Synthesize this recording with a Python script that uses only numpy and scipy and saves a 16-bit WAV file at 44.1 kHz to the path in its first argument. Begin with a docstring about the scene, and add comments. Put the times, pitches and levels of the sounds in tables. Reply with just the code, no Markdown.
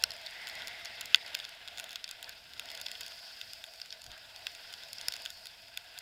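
"""On a board running through choppy, windy sea, the microphone sealed inside a plastic camera housing.
Foam hiss and water sloshing along the hull are noise passed through the resonances of the shell.
Spray and finer mist strike the shell itself and ring its modes for a few milliseconds.
Wind is low, lumpy noise swelling in gusts; short wet gurgles are puffs of narrow noise.
One capsule feeds both channels, each with its own faint circuit hiss."""
import sys
import numpy as np
from scipy import signal
from scipy.io import wavfile
from scipy.ndimage import uniform_filter1d

SR = 44100
rng = np.random.default_rng(int(sys.argv[2]) if len(sys.argv) > 2 else 0)


def persist_wave(psi):
    """Save psi, clipped to +-1, as 16-bit WAV."""
    counts = np.round(np.clip(psi, -1, 1) * 32767).astype(np.int16)
    wavfile.write(sys.argv[1], SR, np.atleast_2d(counts).T)


N = 265041

# Sea along the hull: (time [s], foam hiss level [dB], duller wash level [dB])
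SEA_LEVELS = [(0, -57, -52), (.55, -54.5, -49), (1.05, -57, -49.5), (1.38, -56.5, -49), (1.6, -63, -53),
              (1.85, -58.5, -51.5), (2.05, -63.5, -53.5), (2.3, -59.5, -54), (2.45, -61, -58),
              (2.7, -54, -52), (3.05, -52, -53), (3.45, -53, -55), (3.75, -57, -57.5), (4.2, -60, -56),
              (4.5, -53.5, -53), (4.85, -55, -54), (5.1, -52.5, -51), (5.3, -52.5, -54),
              (5.6, -59.5, -58.5), (6.01, -58.5, -54.5)]
# Shell resonances, widths before narrowing, levels relative within a set:
# (frequency [Hz], width [Hz], level under hiss [dB], level under a drop [dB])
LOW_MODES = [(1489, 89, 2.5, -3), (1640, 178, 0.5, -12), (2016, 200, -9, -0.5), (2630, 390, 0.5, 9.5)]
MIDDLE_MODES = [(3470, 1020, 1, 9.5), (4440, 360, 1.5, -2), (4927, 1030, 5.5, 6), (5437, 390, -28, -8.5)]
HIGH_MODES = [(6885, 1280, -14.5, -3), (8230, 1350, -15, -11), (9820, 1300, -20, -18.5),
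              (10360, 2980, -42, -1), (11700, 3500, -18.5, -4), (14600, 3200, -20, -2)]
# Air resonances in the shell: (frequency [Hz], width before narrowing [Hz], relative level [dB])
CAVITY_MODES = [(474, 35, -9.5), (673.4, 86, 0.5), (711.5, 21, -4), (888, 188, -7)]
# Resonance of the gush: (frequency [Hz], width before narrowing [Hz], relative level [dB])
GUSH_MODES = [(2046, 270, 0)]
# Swells of the gush: (time of the crest [s], length [s], rise [dB])
GUSH_SURGES = [(.42, .3, 6.5), (.72, 0.61, 6.5), (1.15, 0.63, 3.5), (2.75, 0.17, 6.5)]
# Wind spectrum at the shell: (frequency [Hz], relative level per Hz [dB])
WIND_SPECTRUM = [(20, -8), (60, -2), (93, -0.5), (135, -8.5), (300, -13.5), (700, -36)]
# Gusts: (time of the crest [s], length [s], rise over the lull [dB])
WIND_GUSTS = [(0, 0.37, 7), (.62, 0.52, 5.5), (1.15, 0.4, 2.5), (1.8, 0.18, 6.5), (2.7, 0.51, 5.5),
              (3.02, 0.082, 6), (3.808, 0.17, -1.5), (4.096, 0.11, 12), (4.45, 0.11, 3.5), (4.82, 0.2, 3.5),
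              (5.1, 0.25, 8), (5.4, 0.17, 2.5)]
# Spray drops on the shell: (time [s], energy of the middle modes [dB],
# lean of the middle modes to the upper ones [dB], treble against the middle modes [dB])
SPRAY_DROPS = [(0.0243, -24, -3, -4), (0.0379, 2.5, 14, -10), (0.1058, -15.5, 13, -11.5),
               (.118, -17, 0, -14), (.137, -31, 2, -0.5), (.215, -33, 4, -1), (0.2628, -17, 11, -13),
               (0.269, -16, -2, -21), (.309, -29.5, 4, -3), (0.4711, -17.5, -3, -8.5), (.4793, -21, -2, -9),
               (0.4878, -23.5, -2, -2.5), (.4972, -19.5, 7, -13), (.5532, -23, 5, -5),
               (0.6205, -19, -1, -16), (0.6726, -17.5, 7, -5.5), (.6807, -19, 1, -5), (0.849, -24.5, 4, -1),
               (.856, -16, 5, -10.5), (1.0102, -17, 7, 0), (1.0141, -19.5, -8, -3.5), (1.0568, -21, 13, -1),
               (1.1457, 8.5, -5, -20), (1.158, -13.5, -1, -6), (1.2629, -19.5, 6, -16),
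               (1.3452, -14, 6, -16), (1.3496, -8, 0, -7.5), (1.3708, -26, -4, -7), (1.3895, -21, 0, -7.5),
               (1.3998, -15, -8, -19), (1.443, -21, 1, -14), (1.4504, -17.5, -1, -13), (1.492, -28, 2, -3),
               (1.6769, -18, -9, -12), (1.683, -18.5, -1, -13), (1.7744, -19.5, -3, -8.5),
               (1.7826, -19.5, -5, -6), (1.7914, -22, -3, -4), (1.7982, -19, -3, -.5),
               (1.8413, -20.5, -5, -3.5), (1.8927, -23, -6, -7), (1.9074, -23, 12, -9),
               (1.93, -23, -5, -4.5), (1.9576, -12, -0.5, -10.5), (2.042, -12.5, 7, -13),
               (2.078, -24, -5, -10), (2.0908, -21, -7, -6), (2.1113, -18.5, 5, -2), (2.2279, -19, -4, -4),
               (2.2433, -19.5, 2, -16), (2.2933, -21, 0, -1.5), (2.535, -24, 6, -12), (2.577, -30, -4, -8),
               (2.5958, -12.5, -4.5, -7), (2.657, -26, 0, -5.5), (2.6877, -22, -2, -15),
               (2.702, -19, 3, -12), (2.7152, -22, 4, -5.5), (2.7506, -20.5, 7, -6), (2.775, -20.5, 0, -8),
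               (2.814, -18.5, -3, -0.5), (2.8613, -20, 4, -9), (2.8646, -11, 0, -19), (2.8839, -20, 4, -16),
               (2.9152, -17, 0, -5), (2.953, -20.5, -18, -18), (3.0087, -19, -2, -1.5),
               (3.0132, -20, 2, -8), (3.0323, -19, 6, -15), (3.0638, -20.5, 6, -5), (3.081, -28, 2, -0.5),
               (3.12, -22.5, -8, -12), (3.4133, -14.5, -5.5, -14), (3.5336, -20, 2, -5.5),
               (3.64, -19, -10, -7.5), (3.737, -27.5, -6, -6.5), (3.8, -24, -5, -11), (3.816, -14, 10, -18),
               (3.905, -20, 8, -20), (3.9257, -15.5, -1, -17), (4.018, -27, -3, -1.5), (4.0413, -28, 5, -1),
               (4.064, -24.5, -1, -5), (4.1163, -24, -5, -9), (4.3613, -23, 6, -8), (4.4685, -8, -3, -14.5),
               (4.55, -24.5, -6, -4.5), (4.727, -27, 4, -5), (4.7385, -17.5, -7, -12),
               (4.835, -22, -6, -11), (4.931, -18, 9, -2.5), (4.9834, -17, 17, -23), (5.0123, -17.5, 2, -6),
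               (5.0838, -4, 4, -6), (5.1226, -13, -2, -11), (5.138, -14, 9, -9), (5.1566, -26, 8, -8),
               (5.1646, -21.5, 3, -3.5), (5.2203, -30, -6, 1), (5.2525, -21, 1, -3.5),
               (5.2598, -13, -13, -11), (5.3034, -20.5, -3, -3), (5.4563, -23.5, -2, -3.5),
               (5.4691, -19.5, -1, -8), (5.7739, -12.5, -2, -5.5), (5.9774, -19.5, -9, -17),
               (5.9877, -19.5, 13, -1.5)]
# Wet blips: (start time [s], length [s], frequency [Hz], level [dB])
GURGLE_BLIPS = [(2.254, 0.065, 1620, -51.5), (4.075, 0.16, 1610, -57)]
# Circuit hiss spectrum: (frequency [Hz], relative level [dB])
HISS_SPECTRUM = [(100, -22), (300, 7.5), (1500, -33), (10000, 12)]

USUAL_FOAM_DB, USUAL_WASH_DB = -54.0, -52
FIZZ_DB, FIZZ_SWING = -65, 0.57  # at the usual foam; dB per dB of foam
GUSH_DB, GUSH_SWING = -62, 1.6  # at the usual wash; dB per dB of wash
SLOSH_DB, SLOSH_SWING, SLOSH_WIND = -61.5, 0.8, 0.48  # likewise; dB per dB of gust
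LULL_DB = -73  # wind between gusts

# Low modes of a drop: level and scatter [dB]; dB per dB of its treble, lean and energy over LIGHT_DB
LOW_DB, LOW_SCATTER_DB = -3.5, 3
WITH_TREBLE, WITH_LEAN, WITH_SIZE = 0.46, -0.33, 0.28
LIGHT_DB = -15  # drops up to this energy add no extra low-mode level
STIFF = signal.butter(1, 1000, "highpass", fs=SR)  # the stiff shell passes little bass from a blow
MIST_PER_S, MIST_FLOOR_DB = 29, -47  # rate with the foam at -56 dB; energy of the finest drop
HISS_DB, EDGE_HZ = -78, 15800  # circuit hiss level before the band limit; upper band limit

HZ = np.fft.rfftfreq(512, 1 / SR)[:, None]
FINE_HZ = np.fft.rfftfreq(2048, 1 / SR)[:, None]  # finer pitch steps for the low sounds


def gain_of(db):
    """Turns decibels into an amplitude factor."""
    return 10 ** (np.asarray(db) / 20)


def evened(x):
    """Scales to rms 1."""
    return x / np.sqrt(np.mean(x ** 2) + 1e-20)


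def read(points, hz):
    """Reads a spectrum on a log-frequency axis."""
    f, value = np.transpose(points)
    return np.interp(np.log(hz + 1), np.log(f + 1), value)


def course(table, column, t):
    """Reads one column of a table at the times t."""
    columns = np.transpose(table)
    return np.interp(t, columns[0], columns[column])


def swells_db(rows, t):
    """Sums bell-shaped rises in dB; at half its length from the crest each is down to 1/e."""
    return sum(db * np.exp(-(2 * (t - crest) / length) ** 2) for crest, length, db in rows)


def peaks(modes, hz, steep):
    """Magnitude of a set of resonances; steep narrows them and deepens the valleys between."""
    power = 0
    for mode_hz, width, db, *_ in modes:
        power = power + gain_of(2 * db) / (1 + (2 * (hz - mode_hz) / width) ** 2) ** steep
    return np.sqrt(power)


def noise(shape, patchy_db, flicker_db, size=512):
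    """Noise of rms 1 with a given magnitude, drifting patches and a flicker common to all pitches."""
    frames = 4 * N // size + 5
    re, im, patches = rng.standard_normal((frames, len(shape), 3)).T
    patches = uniform_filter1d(patches, 6, 0)  # across pitch
    patches = evened(uniform_filter1d(patches, 16, 1))  # along time
    flicker = evened(uniform_filter1d(rng.standard_normal(frames), 5))
    spectrum = (re + 1j * im) * shape * gain_of(patchy_db * patches + flicker_db * flicker)
    sound = signal.istft(spectrum, nperseg=size, noverlap=3 * size // 4)[1]
    return evened(sound[:N])


def water():
    """Foam, wash, gush and slosh, each through its part of the shell; the treble swings less than the
    foam, gush and slosh follow the wash."""
    t = np.arange(N) / SR
    foam_db, wash_db = course(SEA_LEVELS, column=1, t=t), course(SEA_LEVELS, column=2, t=t)
    wash_rise_db = wash_db - USUAL_WASH_DB
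    foam = noise(peaks(MIDDLE_MODES[1:], HZ, steep=2.6), patchy_db=1.3, flicker_db=1.5)
    fizz = noise(peaks(HIGH_MODES, HZ, steep=1.9), patchy_db=0.6, flicker_db=0.8)
    wash = noise(peaks(LOW_MODES + MIDDLE_MODES[:1], HZ, steep=1.36), patchy_db=1.0, flicker_db=1.98)
    gush = noise(peaks(GUSH_MODES, HZ, steep=1.4), patchy_db=2.2, flicker_db=1.2)
    slosh = noise(peaks(CAVITY_MODES, FINE_HZ, steep=1.3), patchy_db=1.6, flicker_db=1.5, size=2048)
    fizz_db = FIZZ_DB + FIZZ_SWING * (foam_db - USUAL_FOAM_DB)
    gush_db = GUSH_DB + GUSH_SWING * wash_rise_db + swells_db(GUSH_SURGES, t)
    slosh_db = SLOSH_DB + SLOSH_SWING * wash_rise_db + SLOSH_WIND * swells_db(WIND_GUSTS, t)
    return (gain_of(foam_db) * foam + gain_of(fizz_db) * fizz + gain_of(wash_db) * wash
            + gain_of(gush_db) * gush + gain_of(slosh_db) * slosh)


def wind():
    """Lumpy buffeting of the shell: low noise that swells with the gusts."""
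    shape = gain_of(read(WIND_SPECTRUM, FINE_HZ))
    rumble = noise(shape, patchy_db=1.8, flicker_db=1.2, size=2048)
    return gain_of(LULL_DB + swells_db(WIND_GUSTS, np.arange(N) / SR)) * rumble


def ring(modes, chance, sharp, lean_db=0):
    """Modes start one after another as the drop spreads, each by its own random share; energy 1."""
    hz, width, _, db = np.transpose(modes)[..., None]
    share, detune, turn, late = chance[:, :len(modes), None]
    t = np.maximum(np.arange(500) / SR - 0.000288 * abs(late), 0)
    tones = np.sin(2 * np.pi * (hz * (1 + .02 * detune) * t + turn))
    attack = 1 - np.exp(-t / .0002)
    decay = np.exp(-np.pi * width / sharp * t - (t / .008) ** 2)  # higher sharp rings longer
    mode_db = db + 2.5 * share + lean_db * (hz > 4100)
    sound = (gain_of(mode_db) * attack * decay * tones).sum(0)
    return sound / np.linalg.norm(sound)


def drop(db, lean_db, high_db):
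    """One drop rings the plastic; a smaller splash follows within about two milliseconds."""
    chance = rng.standard_normal((3, 4, 8))
    low_db = (LOW_DB + WITH_TREBLE * high_db + WITH_LEAN * lean_db
              + WITH_SIZE * max(db - LIGHT_DB, 0) + LOW_SCATTER_DB * rng.standard_normal())
    low = gain_of(low_db) * ring(LOW_MODES, chance[0], sharp=1.46)
    middle = ring(MIDDLE_MODES, chance[1], sharp=2.36, lean_db=lean_db)
    high = gain_of(high_db) * ring(HIGH_MODES, chance[2], sharp=2.2)
    splash = np.zeros(90)
    splash[[0, rng.integers(25, 90)]] = 1, .4
    return signal.lfilter(*STIFF, np.convolve(low + middle + high, splash))


def mist():
    """Fine drops at random on the shell, in sixteen colours, thicker where the foam is loud."""
    thick = gain_of(course(SEA_LEVELS, column=1, t=np.arange(N) / SR) + 56.0)
    size = gain_of(MIST_FLOOR_DB + 5.37 * np.minimum(rng.exponential(1, N), 3))
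    hits = size * (rng.random(N) < MIST_PER_S * thick / SR)
    kind = rng.integers(0, 16, N)
    out = np.zeros(N)
    for k in range(16):
        fine_drop = drop(LIGHT_DB, lean_db=-2.0, high_db=-1.0)
        out += signal.oaconvolve(hits * (kind == k), fine_drop)[:N]
    return out


def spray():
    """Single larger drops strike the shell, each with its own energy and colour."""
    out = np.zeros(N + 1000)
    for start, db, lean_db, high_db in SPRAY_DROPS:
        sound = gain_of(db) * drop(db, lean_db, high_db)
        out[round(start * SR):][:len(sound)] += sound
    return out[:N]


def gurgles():
    """Short wet blips: a puff of noise in one narrow resonance."""
    out = np.zeros(N)
    for start, length, hz, db in GURGLE_BLIPS:
        narrow = signal.lfilter(*signal.iirpeak(hz, 7, SR), rng.standard_normal(8000))
        puff = narrow[:round(length * SR)]
        out[round(start * SR):][:len(puff)] += gain_of(db) * evened(puff) * np.hanning(len(puff))
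    return out


def scene():
    """One capsule inside the housing feeds both channels."""
    return np.tile(water() + wind() + mist() + spray() + gurgles(), (2, 1))


def record(dry):
    """Each channel adds its own faint circuit hiss; then the band limit."""
    shape = gain_of(read(HISS_SPECTRUM, HZ))
    hiss = [noise(shape, patchy_db=0, flicker_db=0) for _ in dry]
    wet = dry + gain_of(HISS_DB) * np.array(hiss)
    band_limit = signal.firwin(101, EDGE_HZ, window=("kaiser", 9), fs=SR)
    return signal.oaconvolve(wet, band_limit[None], "same")


dry = scene()
out = record(dry)
persist_wave(out)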